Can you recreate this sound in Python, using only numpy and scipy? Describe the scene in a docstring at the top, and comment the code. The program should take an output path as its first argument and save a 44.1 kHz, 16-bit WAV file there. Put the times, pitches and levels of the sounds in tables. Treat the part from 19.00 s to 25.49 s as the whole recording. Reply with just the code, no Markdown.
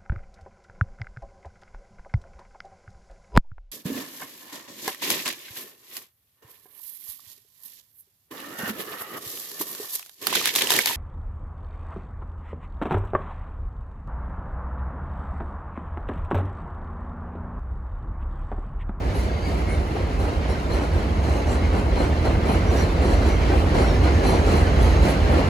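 """On the pavement below a steel viaduct: a subway train rolls overhead, growing louder as one comes closer.
The girders boom in their low bending modes, and rough wheels on rough rail make a roar and a hiss.
About four times a second a wheel hammers the track, shaking loose fittings and ringing the steel.
Harder bangs, small chinks, flange squeaks and brief rings come on top; a phone with two ports picks it all up.
Noise from random tiny contacts, and wavering tones, are shaped by spectra, resonances and timed swells."""
import sys
import numpy as np
from scipy import signal
from scipy.fft import rfft, irfft, next_fast_len
from scipy.io import wavfile
from scipy.ndimage import uniform_filter1d

SR = 44100
rng = np.random.default_rng(int(sys.argv[2]) if len(sys.argv) > 2 else 0)


def wav_record(signal):
    """Record a signal, one row per channel, as 16-bit PCM in the file named by sys.argv[1]."""
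    frames = np.transpose(np.atleast_2d(signal))
    bounded = np.clip(frames, -1, 1)
    # unit amplitude maps onto the largest positive 16-bit level
    quanta = np.round(bounded * 32767).astype(np.int16)
    wavfile.write(sys.argv[1], SR, quanta)


N = 286209
T = np.arange(N) / SR  # time in s
SIZE = 2 * next_fast_len(N // 2 + SR // 10)  # padded length for filtering
HZ = np.maximum(np.arange(SIZE // 2 + 1) * SR / SIZE, 1)  # frequency of each spectrum bin

PORTS = np.array([[1], [-1]])  # left and right
SPAN_S = 0.00048  # travel time from port to port
FRONT = 0.39  # share of the sound from all round that reaches both ports alike, from straight ahead
# how much earlier the left port hears a sound; negative means the right port is first
TRACK_LAG_S, RATTLE_LAG_S = 0.00045, -0.00029
DECK_LAG_S = 0.00037  # the deck is more nearly overhead than the wheels

# the walk towards the viaduct: sounds grow louder at a steady rate, then hold
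APPROACH_START_S, APPROACH_END_S, RISE_DB_PER_S = 1, 5.435, 1.5

# knocks of a flat-spotted wheel, about one a turn, with levels relative to each layer's own:
# (time [s], length [s], blow [dB], ring of the steel [dB], rattle of loose parts [dB])
KNOCK_EVENTS = [(0.133, 0.11, -6, 0, 5.5), (0.446, 0.16, -3.5, -6, 3.5), (0.675, 0.086, -5, -1, 1.5),
                (0.946, 0.025, 2, -7, -1), (1.184, .11, -0.5, 0, 3), (1.476, 0.048, -1, -1, 3),
                (1.689, 0.16, 0.5, 0, 0), (1.923, 0.11, -4, -3, 0), (2.227, 0.17, -1.5, -1, 2),
                (2.46, 0.072, 0, 2, 4.5), (2.716, 0.076, -0.5, 0, -3), (2.956, 0.094, 1, 1, 2),
                (3.243, 0.019, 4, 1, 5), (3.45, 0.11, 1, 1.5, 1), (3.698, 0.13, 0, 0, 5.5),
                (4.01, 0.13, -0.5, 2.5, 2), (4.21, 0.087, -3.5, -1, -1), (4.492, 0.055, 1, -4, -1.5),
                (4.732, 0.13, 1.5, 1, 1.5), (5.019, 0.031, 1.5, -1, 0), (5.229, 0.13, 1, 3.5, 0),
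                (5.453, 0.15, -1.5, 1.5, 4), (5.78, 0.1, -3.5, -5, 2), (6.016, 0.088, -0.5, 2, 5),
                (6.29, 0.11, -.5, -7, -3)]
# spectrum of the struck deck: (frequency [Hz], level per Hz [dB])
CLATTER_SPECTRUM = [(70, -46), (160, 6.5), (330, 7), (620, 5), (900, 1), (1400, -10.5), (2200, -14),
                    (3500, -23.5), (8000, -58)]


def undb(db):
    """Turn decibels into gain."""
    return 10 ** (np.asarray(db) / 20)


def unit(x):
    """Scale to rms 1."""
    return x / np.sqrt(np.mean(x ** 2))


def colour(points):
    """Gain over frequency, drawn through the few points of a spectrum."""
    hz, db = np.transpose(points)
    return undb(np.interp(np.log(HZ), np.log(hz), db))


def resonances(modes):
    """Gain over frequency of a set of damped modes: each peaks at its own pitch."""
    power = 0
    for hz, width, db in modes:
        detuning = (HZ ** 2 - hz ** 2) / (HZ * width)
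        power = power + undb(db) ** 2 / (1 + detuning ** 2)
    return np.sqrt(power)


def filtered(x, gain):
    """Apply a gain over frequency to both channels."""
    return irfft(rfft(x, SIZE) * gain, SIZE)[:, :N]


def walk(rate):
    """Random drift of spread 1: straight lines between 2 * rate random points a second."""
    points = rng.standard_normal(1024)
    return unit(np.interp(T * 2 * rate, np.arange(len(points)), points))


def nearness(rise=RISE_DB_PER_S):
    """Gain over time as the viaduct comes closer; 1 at the nearest point."""
    return undb(rise * (np.clip(T, APPROACH_START_S, APPROACH_END_S) - APPROACH_END_S))


def impacts(per_s, spread_db):
    """Tiny contacts at random moments, of uneven size and either sign."""
    hit = np.flatnonzero(rng.random(N) < per_s / SR)
    size = rng.standard_exponential(N)[hit]
    sign = rng.choice([-1, 1], N)[hit]
    out = np.zeros(N)
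    out[hit] = sign * undb(spread_db * np.minimum(size, 4))
    return unit(out)


def radiate(body, direct, per_s, spread_db, lag_s):
    """Contacts shake a body; a share `direct` comes from one side, the rest from ahead and all round."""
    straight, mid, side = (rfft(impacts(per_s, spread_db), SIZE) for _ in range(3))
    alike = FRONT + (1 - FRONT) * np.sinc(2 * HZ * SPAN_S)  # long waves reach both ports alike
    around = mid * np.sqrt((1 + alike) / 2) + PORTS * side * np.sqrt((1 - alike) / 2)
    straight = straight * np.exp(1j * np.pi * HZ * lag_s * PORTS)  # one port hears it first
    mixed = np.sqrt(direct) * straight + np.sqrt(1 - direct) * around
    return unit(irfft(body * mixed, SIZE)[:, :N])


def narrow(hz, width, t, lag_s):
    """One mode driven by friction or chatter, at both ports: its strength and phase wander."""
    steps = np.arange(4096)
    real, imag = rng.standard_normal((2, 3, len(steps)))
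    sway = real + 1j * imag
    # the contact slips before the swing grows large
    sway = 2 * sway / np.sqrt(1 + np.abs(sway) ** 2) * np.sqrt(3 / 4)
    shared = sway[2] * np.exp(1j * np.pi * hz * lag_s * PORTS)
    at_ports = shared + sway[:2] / np.sqrt(2)
    carrier = np.exp(2j * np.pi * hz * t)
    return np.array([np.real(np.interp(t * 2 * width, steps, s) * carrier) for s in at_ports])


def ringing(modes, uneven_db, lag_s):
    """Chattering steel: several modes sound together, and the strength of each drifts."""
    total = 0
    for hz, width, db in modes:
        strength = undb(db + uneven_db * walk(5.4)) * np.sqrt(width)
        total = total + strength * narrow(hz, width, T, lag_s)
    return unit(total)


def jingling(low_hz=1500, high_hz=4400, t60=0.12, spread_db=1.9, count=1500):
    """Many metal parts each ring briefly at their own pitch, at random moments; t60 is in s."""
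    age = np.arange(SR // 8) / SR
    out = np.zeros((2, N + len(age)))
    for when, pitch, size, turn in rng.random((count, 4)):
        hz = low_hz * (high_hz / low_hz) ** pitch
        start = int(when * N)
        fade = np.minimum(age / 0.0035, 1) * np.exp(-np.log(1000) * age / t60)
        gain = undb(spread_db * min(-np.log(1 - size), 3)) * (low_hz / hz) ** 1.02  # high parts are weaker
        # each part has its own direction, heard as a phase difference between the ports
        phases = np.pi * (turn - 0.5) * min(2 * hz * SPAN_S, 1) * PORTS
        out[:, start:start + len(age)] += gain * fade * np.sin(2 * np.pi * hz * age + phases)
    return unit(out[:, :N])


def hammering(strengths, rise_s, t60, flutter_db, events=KNOCK_EVENTS):
    """Level over time: each blow swells, holds for its length and dies away, with random flutter."""
    power = np.zeros(N)
    for (start, length, *_), gain in zip(events, undb(strengths)):
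        part = slice(max(int(start * SR), 0), int((start + 1) * SR))
        age = T[part] - start
        swell = 1 - np.exp(-np.maximum(age, 0) / rise_s)
        fade = np.exp(-np.log(1000) * np.maximum(age - length, 0) / t60)
        power[part] += (gain * swell * fade) ** 2
    return np.sqrt(power) * undb(flutter_db * walk(22))


def girders(steadiness=0.64, left_db=-1.03, right_db=1.0, throb_db=1.0):
    """The weight of the cars keeps the low bending modes of the girders swinging; the boom throbs at random."""
    # bending modes: (frequency [Hz], width [Hz], level [dB])
    bending_modes = [(41.6, 12, -0.5), (55, 12, 4), (59, 6.8, 1), (70, 4.2, 3.5), (80.3, 15, 2.5),
                     (84, 11, -5)]
    # uneven swells and dips of the boom, before further throb and port balance: (time [s], level [dB])
    boom_levels = [(0, -26), (.2, -21.5), (.35, -26), (.8, -23), (.93, -32.5), (1.05, -24), (1.27, -21),
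                   (1.33, -29), (1.42, -22.5), (1.55, -23), (1.61, -33), (1.7, -21.5), (1.87, -28.5),
                   (1.97, -19.5), (2.05, -22.5), (2.72, -20.5), (2.9, -21), (3.42, -20), (3.49, -25),
                   (3.56, -20), (4.1, -19), (4.65, -19.5), (5.55, -18), (6.04, -15), (6.15, -27.5),
                   (6.23, -15), (6.42, -24)]
    band_edges = np.sqrt((1 + (38 / HZ) ** 16) * (1 + (HZ / 100) ** 10))  # keeps about 38 to 100 Hz
    boom = radiate(resonances(bending_modes) / band_edges, 0.49, 3000, 5.15, TRACK_LAG_S)
    swing = np.abs(signal.hilbert(boom.mean(axis=0), SIZE)[:N])
    # a steady load evens out the swing
    boom = unit(boom / uniform_filter1d(swing + 0.061, SR // 10) ** steadiness)
    level_db = np.interp(T, *np.transpose(boom_levels)) + throb_db * walk(11)
    boom = boom * undb(level_db) * undb([[left_db], [right_db]])
    return filtered(boom, 1 / np.sqrt(1 + (38 / HZ) ** 20))  # little radiates below the lowest mode


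def rolling(roar_db=-21.5, hiss_db=-35.5, jingle_db=-4.0, rail_rise_db_per_s=1.62):
    """Rough wheels on rough rail: the deck roars, the rails hiss, and bolts, clips and brake gear jingle."""
    # spectra of the deck and of the rail: (frequency [Hz], level per Hz [dB])
    deck_spectrum = [(20, -26), (32, -17), (60, 3), (115, -1), (200, -2), (370, -4.5), (520, -6.5),
                     (700, -8.5), (1000, -14), (1400, -17.5), (2200, -41), (5000, -93)]
    rail_spectrum = [(500, -19), (1300, -3.5), (2100, 3), (2450, -2), (3000, -2.5), (3500, -9.5),
                     (4150, -6), (5100, -10.5), (6800, -17), (8500, -26.5), (10000, -28), (15000, -76)]
    deck = radiate(colour(deck_spectrum), 0.45, 2500, 1.24, DECK_LAG_S) * undb(0.4 * walk(12))
    rail = radiate(colour(rail_spectrum), 0.21, 5000, 1.1, TRACK_LAG_S) * undb(1.1 * walk(14))
    hiss = rail + undb(jingle_db) * jingling()
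    roar = undb(roar_db) * deck * nearness()
    return roar + undb(hiss_db) * hiss * nearness(rail_rise_db_per_s)


def squeaks_and_rings(rasp_db=-6.0, rasp_width_hz=220, chatter_db=1.8):
    """Flange squeaks, thin whistles and brief rings of wheel and fittings: tones that waver, rasp and flutter."""
    # flange squeaks and thin whistles, with brief rings of the wheel and the fittings at some knocks;
    # level at the nearest point, before flutter:
    # (time [s], length [s], pitch [Hz], level [dB], wander in pitch [Hz])
    tone_events = [(0, 0.79, 6432, -55, 35), (.22, 0.4, 4590, -43, 90), (.42, 0.13, 4690, -42, 60),
                   (.22, 0.64, 2155, -43, 42), (0.335, 0.082, 2170, -37, 26), (0.434, 0.11, 2180, -35, 30),
                   (0.657, 0.12, 2170, -34, 26), (.68, .1, 9350, -46, 45), (1.472, .11, 5500, -45, 42),
                   (1.475, 0.079, 4100, -40, 55), (1.71, 0.052, 4160, -35, 35),
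                   (1.718, 0.091, 6050, -48, 60), (2.0, 0.83, 6400, -52, 35), (2.1, 2.4, 2135, -44, 75),
                   (2.472, 0.11, 7590, -44, 32), (2.478, 0.12, 9270, -49, 45), (2.58, 0.11, 2175, -37, 29),
                   (2.94, 0.11, 4150, -39, 40), (3.238, 0.06, 4150, -37, 20), (3.65, 0.08, 5830, -45, 35),
                   (3.75, 0.1, 5840, -39.5, 30), (3.808, .062, 4100, -38, 40), (4.12, 0.12, 5960, -51, 35),
                   (4.256, 0.14, 5900, -44, 50), (4.24, .09, 7090, -49, 26), (4.266, 0.12, 2180, -37, 22),
                   (4.757, 0.11, 2130, -38, 40), (4.81, 0.19, 5450, -46, 190), (4.86, 0.11, 3700, -45, 66),
                   (5.03, .07, 4170, -43, 45), (4.622, 1.2, 6440, -54, 28), (5.746, 0.45, 3970, -48, 35),
                   (5.602, .62, 6400, -52, 28)]
    out = np.zeros((2, N))
    waver = walk(70)
    for start, length, hz, db, width in tone_events:
        part = slice(*np.searchsorted(T, [start, start + length]))
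        swell = np.sin(np.pi * (T[part] - start) / length)  # rises and fades
        tone = np.sin(2 * np.pi * np.cumsum(hz + width * waver[part]) / SR)
        rasp = undb(rasp_db) * narrow(hz, rasp_width_hz, T[part], 0)
        out[:, part] += undb(db) * swell * (tone + rasp)
    return out * undb(chatter_db * walk(30))


def chinks(rise_s=0.004, t60=0.2):
    """Some knocks toss a small loose steel part, which chinks high and briefly."""
    # modes of the part: (frequency [Hz], width [Hz], level [dB])
    part_modes = [(10800, 150, -12), (10878, 28, 0), (12930, 50, -14), (14790, 80, -16)]
    # chinks, level at the nearest point: (time [s], length [s], level [dB])
    chink_events = [(0.148, .04, -43), (1.19, .015, -48), (1.485, .02, -46), (1.728, .015, -44),
                    (2.517, .02, -49), (3.48, .055, -46), (3.81, .015, -50), (4.04, 0.019, -54.5),
                    (4.25, 0.049, -55), (4.74, .015, -58), (4.815, .015, -51), (5.26, .05, -45),
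                    (5.55, .02, -49), (5.814, .02, -46), (6.08, .03, -45), (6.31, .02, -51)]
    levels_db = np.array(chink_events)[:, 2]
    ring = ringing(part_modes, 1.0, RATTLE_LAG_S)
    return ring * hammering(levels_db, rise_s, t60, 1.0, chink_events)


def ring_out(plates_db=-29.5, scrapes_db=-38.5):
    """Under each knock, plates of the deck clang and rail clips scrape, each briefly at its own pitch."""
    blow = np.array(KNOCK_EVENTS)[:, 2]
    plates = jingling(280, 850, 0.125, 1.5, count=420) * hammering(blow, 0.008, 0.25, 0)
    scrapes = jingling(1200, 3200, 0.1, 1.5, count=650) * hammering(blow, 0.015, 0.7, 0)
    return undb(plates_db) * plates + undb(scrapes_db) * scrapes


def bangs(rise_s=0.0025, t60=0.085):
    """A wheel drops hard onto the rail and jolts the deck at once; the bang dies away quickly."""
    # single bangs, level at the nearest point: (time [s], level [dB])
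    drops = [(1.196, -21), (1.497, -22), (1.829, -20), (2.966, -20), (3.003, -13), (3.491, -11.5),
             (4.746, -17), (4.803, -19), (5.246, -16), (5.33, -19), (5.537, -15), (5.787, -19.5),
             (6.297, -20)]
    jolt = np.zeros(N)
    for start, db in drops:
        age = np.maximum(T - start, 0)
        jolt += undb(db) * (1 - np.exp(-age / rise_s)) * np.exp(-np.log(1000) * age / t60)
    return radiate(colour(CLATTER_SPECTRUM), 0.66, 6000, 0.48, DECK_LAG_S) * jolt


def knocks(clatter_db=-24.0, rasp_db=-41, rattle_db=-48, wheel_db=-44.0, fittings_db=-50.0,
           idle_db=-1.0, idle_ring_db=-10, idle_fade_db_per_s=0.22):
    """Each knock shakes the deck, grinds on the rail, rings the wheel and rattles loose parts to the right."""
    # a wheel grinding on the rail, and rattling loose parts: (frequency [Hz], level per Hz [dB])
    rasp_spectrum = [(600, -10), (1000, 10), (1400, -1), (1950, 5.5), (2400, -1.5), (3000, -3),
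                     (3500, -5.5), (4500, -21.5), (5500, -10), (9000, -53)]
    rattle_spectrum = [(800, 0), (2200, -1), (4500, 10), (6500, 4), (7500, 5), (8300, 5), (10000, 5),
                       (12000, -2), (14500, 0)]
    # modes of the wheel and of the rail fittings: (frequency [Hz], width [Hz], level [dB])
    wheel_modes = [(4005, 45, -6), (4125, 50, -1), (4215, 45, -7), (4580, 170, -10), (5439, 35, -9),
                   (5831, 28, -6), (5930, 50, -8), (7090, 32, -10)]
    fitting_modes = [(7350, 160, -8), (7586, 35, -2), (7800, 120, -4), (8270, 70, -7), (9130, 90, -1),
                     (9272, 40, 2), (9390, 26, 1), (9843, 30, -5)]
    _, _, blow, steel, loose = np.transpose(KNOCK_EVENTS)

    clatter = radiate(colour(CLATTER_SPECTRUM), 0.29, 900, 0.98, DECK_LAG_S)
    clatter = clatter * hammering(blow, 0.0077, 0.33, 0.83)
    rasp = radiate(colour(rasp_spectrum), 0.3, 1400, 2.0, TRACK_LAG_S)
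    rasp = rasp * hammering(blow, 0.015, 0.6, 1.2)

    # rolling alone keeps loose parts shivering between knocks; this grows a little slower than the rest
    idle = undb(idle_db + 1.0 * walk(9.7)) / nearness(idle_fade_db_per_s)
    idle_ring = undb(idle_ring_db) * idle
    rattle = radiate(colour(rattle_spectrum), 1.0, 4000, 0.9, RATTLE_LAG_S)
    rattle = rattle * np.hypot(hammering(loose, 0.0073, 0.27, 1.4), idle)
    wheel = ringing(wheel_modes, 1.8, 0)
    wheel = wheel * np.hypot(hammering(steel, 0.01, 0.3, 1.2), idle_ring)
    fittings = ringing(fitting_modes, 2.0, RATTLE_LAG_S)
    fittings = fittings * np.hypot(hammering(steel, 0.015, 0.36, 1.5), idle_ring)

    struck = undb(clatter_db) * clatter + undb(rasp_db) * rasp + undb(rattle_db) * rattle
    rung = undb(wheel_db) * wheel + undb(fittings_db) * fittings
    return (struck + rung) * nearness()


def scene():
    """The viaduct with the train on it."""
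    steady = girders() + rolling()
    accents = (squeaks_and_rings() + chinks() + ring_out() + bangs()) * nearness()
    return steady + accents + knocks()


def record(dry):
    """The two ports colour the sound a little differently; the phone cuts the top."""
    # the right port against the left: (frequency [Hz], level [dB])
    port_tilt = [(130, 3.5), (260, 2), (500, 0), (900, -2), (1550, 3), (2200, -.5), (4200, 0.5),
                 (10000, 0.1)]
    top_hz = 15100
    tilt = colour([(90, 0)] + list(port_tilt)) ** 0.5  # half of the difference goes to each port
    ends = np.clip(np.minimum(T, T[-1] - T) / 0.003, 0, 1)  # short fades in and out
    heard = filtered(dry, np.array([1 / tilt, tilt])) * ends
    return signal.sosfilt(signal.ellip(8, 0.2, 70, top_hz, fs=SR, output="sos"), heard)


dry = scene()
out = record(dry)
wav_record(out)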